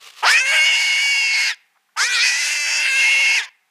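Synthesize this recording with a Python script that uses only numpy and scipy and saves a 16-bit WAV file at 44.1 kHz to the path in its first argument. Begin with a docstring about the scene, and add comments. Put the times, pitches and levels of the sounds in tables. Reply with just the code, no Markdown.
"""Feet scuff dry grass, then a pig held down in an open field squeals twice, close to the microphone.
Two things vibrate in its throat at once: a high whistle and the slower vocal folds, which chop it
into sidebands and puffs of breath noise. The ground reflects the voice as the head moves.
Dull scrapes on soil follow each cry, and the field echoes faintly over quiet outdoor air."""
import sys
import numpy as np
from scipy import signal
from scipy.fft import rfft, irfft, next_fast_len
from scipy.io import wavfile
from scipy.ndimage import uniform_filter1d, minimum_filter1d, map_coordinates

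SR = 44100
rng = np.random.default_rng(int(sys.argv[2]) if len(sys.argv) > 2 else 0)


def transcribe(u):
    """Save the signal u as a 16-bit wav file named by the first command-line argument.

    u: samples, shape (n,) or (channels, n), limited to [-1, 1]; the rate is SR.
    q: integer samples, one column per channel.
    """
    v = np.clip(np.atleast_2d(u).T, -1, 1)
    q = np.round(v * 32767).astype(np.int16)
    wavfile.write(sys.argv[1], SR, q)


N = 163170
T = np.arange(N) / SR


def amp(db):
    return 10 ** (np.asarray(db) / 20)


def unit(x):
    return x / np.sqrt(np.mean(x ** 2) + 1e-20)


def along(points, hz):
    """Read (frequency, value) points on a log axis."""
    freqs, values = np.transpose(points)
    return np.interp(np.log(hz + 1), np.log(freqs + 1), values)


def curves(rows):
    """One value per sample for each column after the time."""
    times, *columns = np.transpose(rows)
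    return [np.interp(T, times, column) for column in columns]


def wobble(rate):
    """A smooth random curve, rate knots a second."""
    return map_coordinates(rng.standard_normal(int(N * 2000 / SR)), [T * rate])


def filtered(x, response):
    """Apply a gain that depends on frequency."""
    size = next_fast_len(N + SR // 2)
    return irfft(rfft(x, size) * response(np.fft.rfftfreq(size, 1 / SR)), size)[..., :N]


def highpass(x, edge_hz):
    return filtered(x, lambda hz: 1 / (1 + (edge_hz / (hz + 1)) ** 10))


def coloured(x, spectrum):
    return unit(filtered(x, lambda hz: amp(along(spectrum, hz))))


def phasor(hz):
    return np.exp(2j * np.pi * np.cumsum(hz) / SR)


def harmonics(tone, fall_db, count):
    return sum(amp(fall_db * k) * tone ** (k + 1) for k in range(count))


def phase_blur(radians):
    return np.exp(1j * radians * wobble(350))


# Open field, all around the microphone: (frequency [Hz], relative level [dB])
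AIR_SPECTRUM = [(35, -50.5), (60, -12.5), (196, 7), (624, -27), (769, -5.5), (904, -15.5), (2130, -12),
                (3550, -19), (15300, -27.5)]
def field_air():
    """Quiet outdoor air, its level wavering."""
    return amp(-64.5 + 3.3 * wobble(4.7)) * coloured(rng.standard_normal(N), AIR_SPECTRUM)


# The field farther off, then grass and bodies close by: (frequency [Hz], time to fall 60 dB [s])
FAR_DECAY = [(500, .5), (2200, 0.5), (5000, 0.3), (12000, 0.12)]
NEAR_DECAY = [(500, 0.1), (3000, 0.28), (6000, 0.11), (12000, 0.12)]
def echo(x, decay):
    """Scattered answer of the surroundings, each frequency dying at its own speed."""
    hz, t, noise = signal.stft(rng.standard_normal(SR), SR, nperseg=256)
    tail = signal.istft(noise * amp(-60 * t / along(decay, hz)[:, None]), SR, nperseg=256)[1]
    return signal.fftconvolve(x, tail / np.linalg.norm(tail))[:N]


# Feet in dry grass and on soil: (time [s], length [s], level [dB])
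GRASS_SCUFFS = [(0, 0.093, -42.5), (0.056, 0.061, -44.5), (0.1, 0.011, -46), (0.105, 0.076, -48.5),
                (0.162, 0.08, -39.5)]
SOIL_SCUFFS = [(1.748, 0.038, -59.5), (1.885, .02, -63.5), (3.59, 0.022, -74)]
# Colour of each surface: (frequency [Hz], relative level [dB])
GRASS_SPECTRUM = [(71, -53), (120, 8), (580, -10.5), (981, -6.5), (1150, 2.5), (1500, -5), (2800, 3),
                  (5570, -4.5), (15000, -21.5)]
SOIL_SPECTRUM = [(240, -57), (400, -29), (1120, 2), (1780, -5), (3970, -24), (8000, -47), (10400, -77),
                 (17600, -120)]
def feet(scuffs, surface):
    """Crackly scrapes underfoot, each swelling and fading."""
    swell = sum(amp(db) * np.sin(np.pi * np.clip((T - start) / length, 0, 1)) ** 0.7
                for start, length, db in scuffs)
    crackle = amp(2.2 * wobble(340)) * rng.standard_normal(N)
    return swell * coloured(crackle, surface)


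# Ground between pig and microphone: (time [s], notch spacing [Hz], reflection [dB, capped at 0])
GROUND_PATH = [(.2, 2000, -28.5), (.34, 1944, -13.5), (.41, 2962, -1.5), (.55, 3800, -18.5), (.62, 5130, 7),
               (.72, 7010, 1.5), (.9, 5580, -19), (1.35, 7260, 2), (2.0, 1600, -23.5), (2.06, 2160, 2),
               (2.13, 3574, -1), (2.2, 5000, -7), (2.28, 4400, -17), (2.38, 4730, -19.5), (2.55, 6450, -3),
               (2.65, 6144, -2.5), (2.78, 5890, -7.5), (2.87, 4670, 8.5), (2.93, 3260, -5.5),
               (3.15, 3200, 1.5), (3.35, 3240, -7.5)]
def ground_bounce(direct, scatter_hz=7070):
    """A late copy cuts notches that shift as the head moves; rough ground dulls that copy."""
    spacing_hz, ground_db = curves(GROUND_PATH)
    gain = amp(np.minimum(ground_db, 0))
    late = map_coordinates(direct, [np.arange(N) - SR / spacing_hz], order=3)
    late = filtered(late, lambda hz: 1 / (1 + (hz / scatter_hz) ** 2))
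    return (direct + gain * late) / np.sqrt(1 + gain ** 2)


def puffs(folds, depth=0.19):
    """Breath noise gated by the vocal folds."""
    return (1 + depth * folds.real) * rng.standard_normal(N)


# Rasp at close range: (frequency [Hz], relative level [dB])
RASP_SPECTRUM = [(300, -59), (420, -34), (600, -9), (900, -11.5), (1250, -7.5), (1600, 11.5), (2300, 11.5),
                 (2800, 10.5), (3300, 4.5), (4200, -29)]
# Breath in the lowest throat resonance, per cry: (time [s], level [dB])
THROAT_LEVELS = [
    [(0.225, -21), (0.247, -23.5), (0.367, -44), (0.493, -46), (0.515, -38), (1.147, -45), (1.161, -41),
     (1.297, -48), (1.393, -36.5), (1.449, -48), (1.519, -41), (1.545, -76)],
    [(1.962, -36), (2.004, -34), (2.092, -57), (2.224, -68.5), (2.258, -41), (2.566, -51), (2.8, -41),
     (2.894, -53), (3.08, -37), (3.106, -45), (3.412, -39), (3.49, -68)],
]
def breath(index, folds, rough, rasp_db, throat_hz=913, width_hz=88):
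    """Puffs make a broad rasp, thinner when the folds are steady, and ring the throat."""
    gain = amp(uniform_filter1d(rasp_db, size=2000)) * np.sqrt(2200 / 75)
    rasp = gain * np.clip(rough / .2, .35, 1) * coloured(puffs(folds), RASP_SPECTRUM)
    ring = unit(filtered(puffs(folds), lambda hz: 1 / (1 + ((hz - throat_hz) / width_hz) ** 2)))
    return rasp + amp(curves(THROAT_LEVELS[index])[0]) * ring


# Colour of the open mouth: (frequency [Hz], relative level [dB])
MOUTH_SPECTRUM = [(1880, -51.5), (3200, 5), (3900, 5.5), (4400, 8), (5050, 12), (5700, 2), (6400, 0),
                  (7600, -12.5), (9000, -19), (9700, -19.5), (10300, -24.5), (12100, -31.5), (15300, -48.5)]
# Treble at the mouth, per cry: (time [s], level [dB] of each of four bands, low to high)
TREBLE_LEVELS = [
    [(0.225, -39.5, -54, -35.5, -27.5), (0.243, -47, -40, -57.5, -47.5),
     (0.261, -21.5, -23.5, -35.5, -37.5), (0.319, -24, -20.5, -33, -20), (0.353, -30.5, -32, -34, -28),
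     (0.375, -39, -48, -25.5, -34.5), (0.463, -39.5, -49.5, -43.5, -35.5),
     (0.497, -33.5, -39.5, -39.5, -32), (0.573, -46.5, -37.5, -44.5, -32), (0.635, -36, -36.5, -33.5, -27),
     (0.687, -33, -36, -38, -35), (0.809, -33, -32, -38.5, -33), (0.905, -34.5, -39, -36, -38),
     (1.085, -52, -29.5, -39, -35), (1.257, -41.5, -25.5, -55, -36.5), (1.341, -17.5, -33.5, -38.5, -38),
     (1.401, -24, -30.5, -53, -31), (1.475, -32, -28.5, -47.5, -36), (1.507, -23.5, -38, -39, -35.5),
     (1.541, -37.5, -82, -68, -60), (1.545, -54.5, -59, -57.5, -46.5)],
    [(1.962, -61, -61, -35, -56.5), (1.974, -46, -38, -45, -38.5), (1.998, -28, -35, -28, -34),
     (2.032, -29.5, -42, -22, -31), (2.058, -30, -34.5, -28, -30.5), (2.088, -29, -55, -33, -38),
     (2.12, -31.5, -52, -34.5, -31.5), (2.146, -25, -51, -34, -30.5), (2.218, -20.5, -32.5, -30.5, -37.5),
     (2.246, -39, -23.5, -27.5, -31), (2.368, -35.5, -49, -28, -36.5), (2.452, -31, -62, -29.5, -30.5),
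     (2.574, -35, -33, -41.5, -31), (2.772, -41, -38, -27.5, -33.5), (2.834, -33.5, -45.5, -42, -32),
     (3.028, -38, -24.5, -66, -31), (3.368, -55, -25.5, -36.5, -36.5), (3.398, -23, -41, -34, -35.5),
     (3.418, -38.5, -54, -41, -50.5), (3.452, -42.5, -56, -53, -47.5), (3.47, -80, -50, -73, -79)],
]
def mouth_treble(index, whistle, pulses, folds, rough, edges_hz=(4500, 5800, 8000)):
    """Pulsed overtones of the whistle, blurred by unsteady folds and mixed with hiss."""
    blur = phase_blur((2.4, 3.2)[index] * rough)
    overtones = unit((pulses * whistle * harmonics(whistle, fall_db=-3.2, count=4) * blur).real)
    hiss = amp(-2) * (.5 + rough) * unit(puffs(folds))
    bright = amp(-4) * (1 - 0.12 * rough) * overtones + hiss
    bright = filtered(bright, lambda hz: amp(along(MOUTH_SPECTRUM, hz)))
    above = [bright] + [highpass(bright, edge) for edge in edges_hz] + [0]
    treble = 0
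    for k, db in enumerate(curves(TREBLE_LEVELS[index])):
        band = above[k] - above[k + 1]
        running_rms = np.sqrt(np.abs(uniform_filter1d(band ** 2, size=4000)) + 1e-20)
        treble += amp(db) * band / running_rms
    return treble


# In the throat: (time [s], unsteadiness of the folds [0-1])
FOLD_ROUGHNESS = [(.22, .9), (.3, 0.79), (.34, .4), (.4, 0.38), (.415, 0.05), (.445, 0.04), (.46, 0.29),
                  (.53, 0.28), (.56, .6), (.6, 0.1), (.64, 0.1), (.66, .35), (.7, .5), (1.05, 0.49),
                  (1.1, 0.33), (1.25, 0.29), (1.35, .7), (1.47, 0.61), (1.5, .22), (1.55, .12), (1.96, 0.5),
                  (2.1, .45), (2.2, .5), (2.25, .5), (2.56, 0.45), (2.58, .07), (2.645, .07), (2.68, 0.4),
                  (2.88, .3), (2.98, 0.25), (3.05, .6), (3.36, .6), (3.39, .22), (3.5, 0.4)]
def larynx(whistle_hz, fold_hz, whistle_wander_hz=24.07, fold_wander_hz=88.75):
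    """Two wandering vibrations: gives the whistle, a tone at half the fold rate, and unsteadiness."""
    rough = curves(FOLD_ROUGHNESS)[0]
    whistle = phasor(whistle_hz + whistle_wander_hz * (.5 + rough) * (.25 * wobble(60) + wobble(250)))
    half = phasor((fold_hz + fold_wander_hz * rough * (.25 * wobble(70) + wobble(350))) / 2)
    return whistle, half, rough


# Every other fold beat is weaker, adding tones halfway between sidebands: (time [s], level [dB])
HALF_RATE_LEVELS = [(.22, -57.5), (.5, -46.5), (.56, -31), (.64, -30), (.67, -42), (1.2, -39), (1.32, -35),
                    (1.47, -37), (1.5, -62.5), (2, -58.5), (2.2, -47.5), (2.3, -39), (2.45, -40.5),
                    (2.575, -33), (2.65, -33), (2.69, -40), (2.9, -44.5), (3.05, -31.5), (3.35, -32.5),
                    (3.39, -58.5)]
# The pig, close to the microphone, per cry: (time [s], whistle [Hz], folds [Hz], whistle [dB],
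# upper sideband [dB], lower sideband [dB], folds [dB], rasp [relative dB])
SQUEALS = [
    [(0.225, 754, 401.4, -30, -29.5, -33, -78, -43), (0.24, 907, 414, -28.5, -24.5, -51, -29, -42),
     (0.26, 1112, 394.9, -18, -15.5, -19, -53, -32.5), (0.28, 1347, 489.5, -14, -29.5, -29.5, -38, -26),
     (0.31, 1707, 497.1, -12, -32, -26.5, -45, -30), (0.33, 1813, 532.6, -14, -12, -28.5, -37, -43.5),
     (0.36, 1875, 577.9, -15, -11, -35, -43.5, -31), (0.39, 1974, 561.8, -26, -18, -36, -50, -37),
     (0.415, 2100, 533.2, -28.5, -18.5, -25, -46.5, -62),
     (0.44, 2121, 532.3, -23.5, -30, -30.5, -46, -42.5), (0.47, 2161, 551.1, -25.5, -23.5, -30, -41.5, -44),
     (0.5, 2226, 573.3, -19, -24.5, -26, -42.5, -48.5), (0.54, 2217, 645.6, -22, -28, -25.5, -32.5, -30),
     (0.58, 2181, 614, -17, -17.5, -25.5, -40.5, -41), (0.63, 2199, 613.3, -16, -24, -29.5, -43.5, -43.5),
     (0.67, 2211, 616.2, -20, -18, -40.5, -46.5, -38.5),
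     (0.7, 2226, 667.5, -18.5, -20.5, -45.5, -43, -41.5),
     (0.74, 2151, 602.7, -24.5, -17.5, -57, -51.5, -44), (0.8, 2211, 635.5, -20.5, -25, -41.5, -51, -43),
     (0.87, 2208, 633.8, -21, -25.5, -43, -53.5, -44.5), (0.94, 2193, 620, -20.5, -23, -44, -53, -44),
     (1, 2235, 624.3, -20.5, -26, -44.5, -60, -41.5), (1.06, 2246, 585.3, -20.5, -24, -34, -58.5, -51.5),
     (1.12, 2235, 555, -20, -24, -37, -56.5, -48.5), (1.2, 2209, 555, -23.5, -21.5, -41, -56, -51),
     (1.28, 2182, 484.2, -24, -21.5, -50, -60, -48.5), (1.36, 2204, 511.3, -19.5, -29, -51, -61, -43),
     (1.43, 2170, 542.2, -23, -28.5, -36, -59, -40), (1.48, 2151, 532.7, -27.5, -24.5, -46, -69, -39.5),
     (1.5, 1945, 512, -26, -35, -48, -58.5, -40), (1.52, 1814, 496, -28.5, -83.5, -37.5, -64, -42),
     (1.545, 1565, 474, -44.5, -43, -107, -69, -59.5)],
    [(1.962, 1088, 438.4, -49.5, -44.5, -65, -95, -63), (1.975, 1218, 378.8, -27, -32.5, -39, -74, -37.5),
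     (2, 1444, 427.1, -20, -29, -39, -69, -40), (2.025, 1652, 457, -20, -23.5, -25, -41.5, -52.5),
     (2.05, 1840, 514.6, -23, -23.5, -39, -45, -50.5), (2.08, 1960, 456.5, -28, -29, -28.5, -53, -51),
     (2.12, 1966, 440.7, -30, -24.5, -29, -50, -43.5), (2.155, 1957, 486.5, -29.5, -23.5, -27, -51, -47.5),
     (2.18, 1876, 468.8, -22, -25.5, -29.5, -49, -44), (2.21, 1892, 470.1, -27.5, -18.5, -28, -53, -47),
     (2.24, 2016, 494.1, -21, -19.5, -33, -49, -36), (2.28, 1972, 560.6, -28, -21, -48, -56.5, -39.5),
     (2.33, 1956, 547.2, -25, -26, -44, -62, -43.5), (2.4, 2025, 601.4, -25.5, -31, -42.5, -59.5, -44),
     (2.47, 2048, 575.1, -32.5, -28.5, -37, -54, -42), (2.53, 2096, 601.7, -30.5, -26, -42.5, -56.5, -42.5),
     (2.6, 2044, 592.4, -27.5, -27, -43, -52.5, -41.5), (2.67, 2022, 597, -31, -26.5, -42, -54, -40.5),
     (2.74, 2036, 603, -33, -24, -39.5, -51, -41), (2.81, 2089, 596.7, -29.5, -22, -35, -51, -45),
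     (2.87, 2126, 537.8, -26.5, -23.5, -33.5, -54, -34.5),
     (2.94, 2118, 504.5, -25.5, -21, -25.5, -50, -58.5), (3, 2152, 547, -23, -17.5, -29, -48, -44.5),
     (3.05, 2143, 496.6, -16.5, -20, -41, -51.5, -40.5), (3.12, 2178, 553.7, -20, -18, -80, -49, -45.5),
     (3.2, 2184, 556.7, -20, -20.5, -57, -44.5, -49.5), (3.28, 2165, 507, -19, -19, -77, -53.5, -42),
     (3.36, 2207, 520, -22, -21.5, -31.5, -51.5, -43), (3.385, 1993, 463.7, -22, -20, -38, -53, -40.5),
     (3.41, 1691, 452.6, -27.5, -48, -49.5, -49.5, -45), (3.44, 1570, 455.5, -52, -33.5, -48, -88, -49),
     (3.47, 1468, 442, -64, -65, -52, -74, -59.5)],
]
def squeal(index, attack_s=.004, mouth_open_s=.012, shimmer_db=0.5):
    """The folds chop the whistle into sidebands; gives the body and the treble of one cry."""
    whistle_hz, fold_hz, whistle_db, upper_db, lower_db, fold_db, rasp_db = curves(SQUEALS[index])
    whistle, half, rough = larynx(whistle_hz, fold_hz)
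    folds = half ** 2
    half_gain = amp(curves(HALF_RATE_LEVELS)[0])
    shimmer = lambda: amp(shimmer_db * rough * wobble(200))

    # A conjugate puts its tones below the whistle.
    upper = amp(upper_db) * phase_blur(1.3 * rough) * harmonics(folds, fall_db=-15.5, count=2)
    lower = amp(lower_db) * shimmer() * np.conj(harmonics(folds, fall_db=-17.5, count=2))
    halfway = half + amp(-11) * half ** 3
    chop = amp(whistle_db) + upper + lower + half_gain * (halfway + amp(-6) * np.conj(halfway))
    buzz = amp(fold_db) * harmonics(folds, fall_db=-1.5, count=3)
    growl = half_gain * amp(-29.5) * (half + 3 * half ** 3)
    tones = np.sqrt(2) * (whistle * chop * shimmer() + buzz + growl).real
    body = tones + breath(index, folds, rough, rasp_db)

    # The stronger the upper sideband, the harder the overtones pulse.
    depth = np.clip(amp(upper_db - whistle_db - 8.5), 0, 1)
    half_share = half_gain / (amp(whistle_db) + half_gain)
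    pulses = 1 + depth * (3.55 * harmonics(folds, fall_db=-10, count=3) + half_share * half).real
    treble = mouth_treble(index, whistle, pulses, folds, rough)

    start, end = SQUEALS[index][0][0], THROAT_LEVELS[index][-1][0]
    gate = np.clip(np.minimum(T - start + 0.00052, end + attack_s - T) / attack_s, 0, 1)
    opening = np.clip((T - start) / mouth_open_s, 0, 1) ** 2
    return gate * body, gate * opening * treble


def pig():
    """Both cries; the treble reaches the microphone once more off the ground."""
    body, treble = np.sum([squeal(0), squeal(1)], axis=0)
    return body + ground_bounce(treble)


def scene():
    """Pig, feet and field at centre; a faint, slightly delayed copy above 5 kHz differs between the two
    channels."""
    voice = pig()
    air = field_air()
    echoes = amp(-27.5) * echo(voice, FAR_DECAY) + amp(-42) * echo(voice, NEAR_DECAY)
    scuffs = feet(GRASS_SCUFFS, GRASS_SPECTRUM) + feet(SOIL_SCUFFS, SOIL_SPECTRUM)
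    mid = air + echoes + scuffs + voice
    side = amp(-59.5) * highpass(np.roll(mid, 40), edge_hz=5000)
    return np.array([mid + side, mid - side])


def record(dry, ceiling=.69, limiter_s=.004, wind_cut_hz=400, top_hz=15300):
    """Microphone chain: fast limiter, inverted polarity, wind filter and band limit."""
    span = round(limiter_s * SR)
    needed_gain = np.minimum(1, ceiling / (np.abs(dry).max(axis=0) + 1e-9))
    gain = uniform_filter1d(minimum_filter1d(needed_gain, size=2 * span), size=span)
    bass_leak = lambda hz: amp(-21) * hz ** 2 / (hz ** 2 + 130 ** 2)
    wind_filter = lambda hz: bass_leak(hz) + 1 / (1 + (wind_cut_hz / (hz + 1)) ** 12)
    return filtered(-gain * dry, lambda hz: wind_filter(hz) * (hz < top_hz))


dry = scene()
out = record(dry)
transcribe(out)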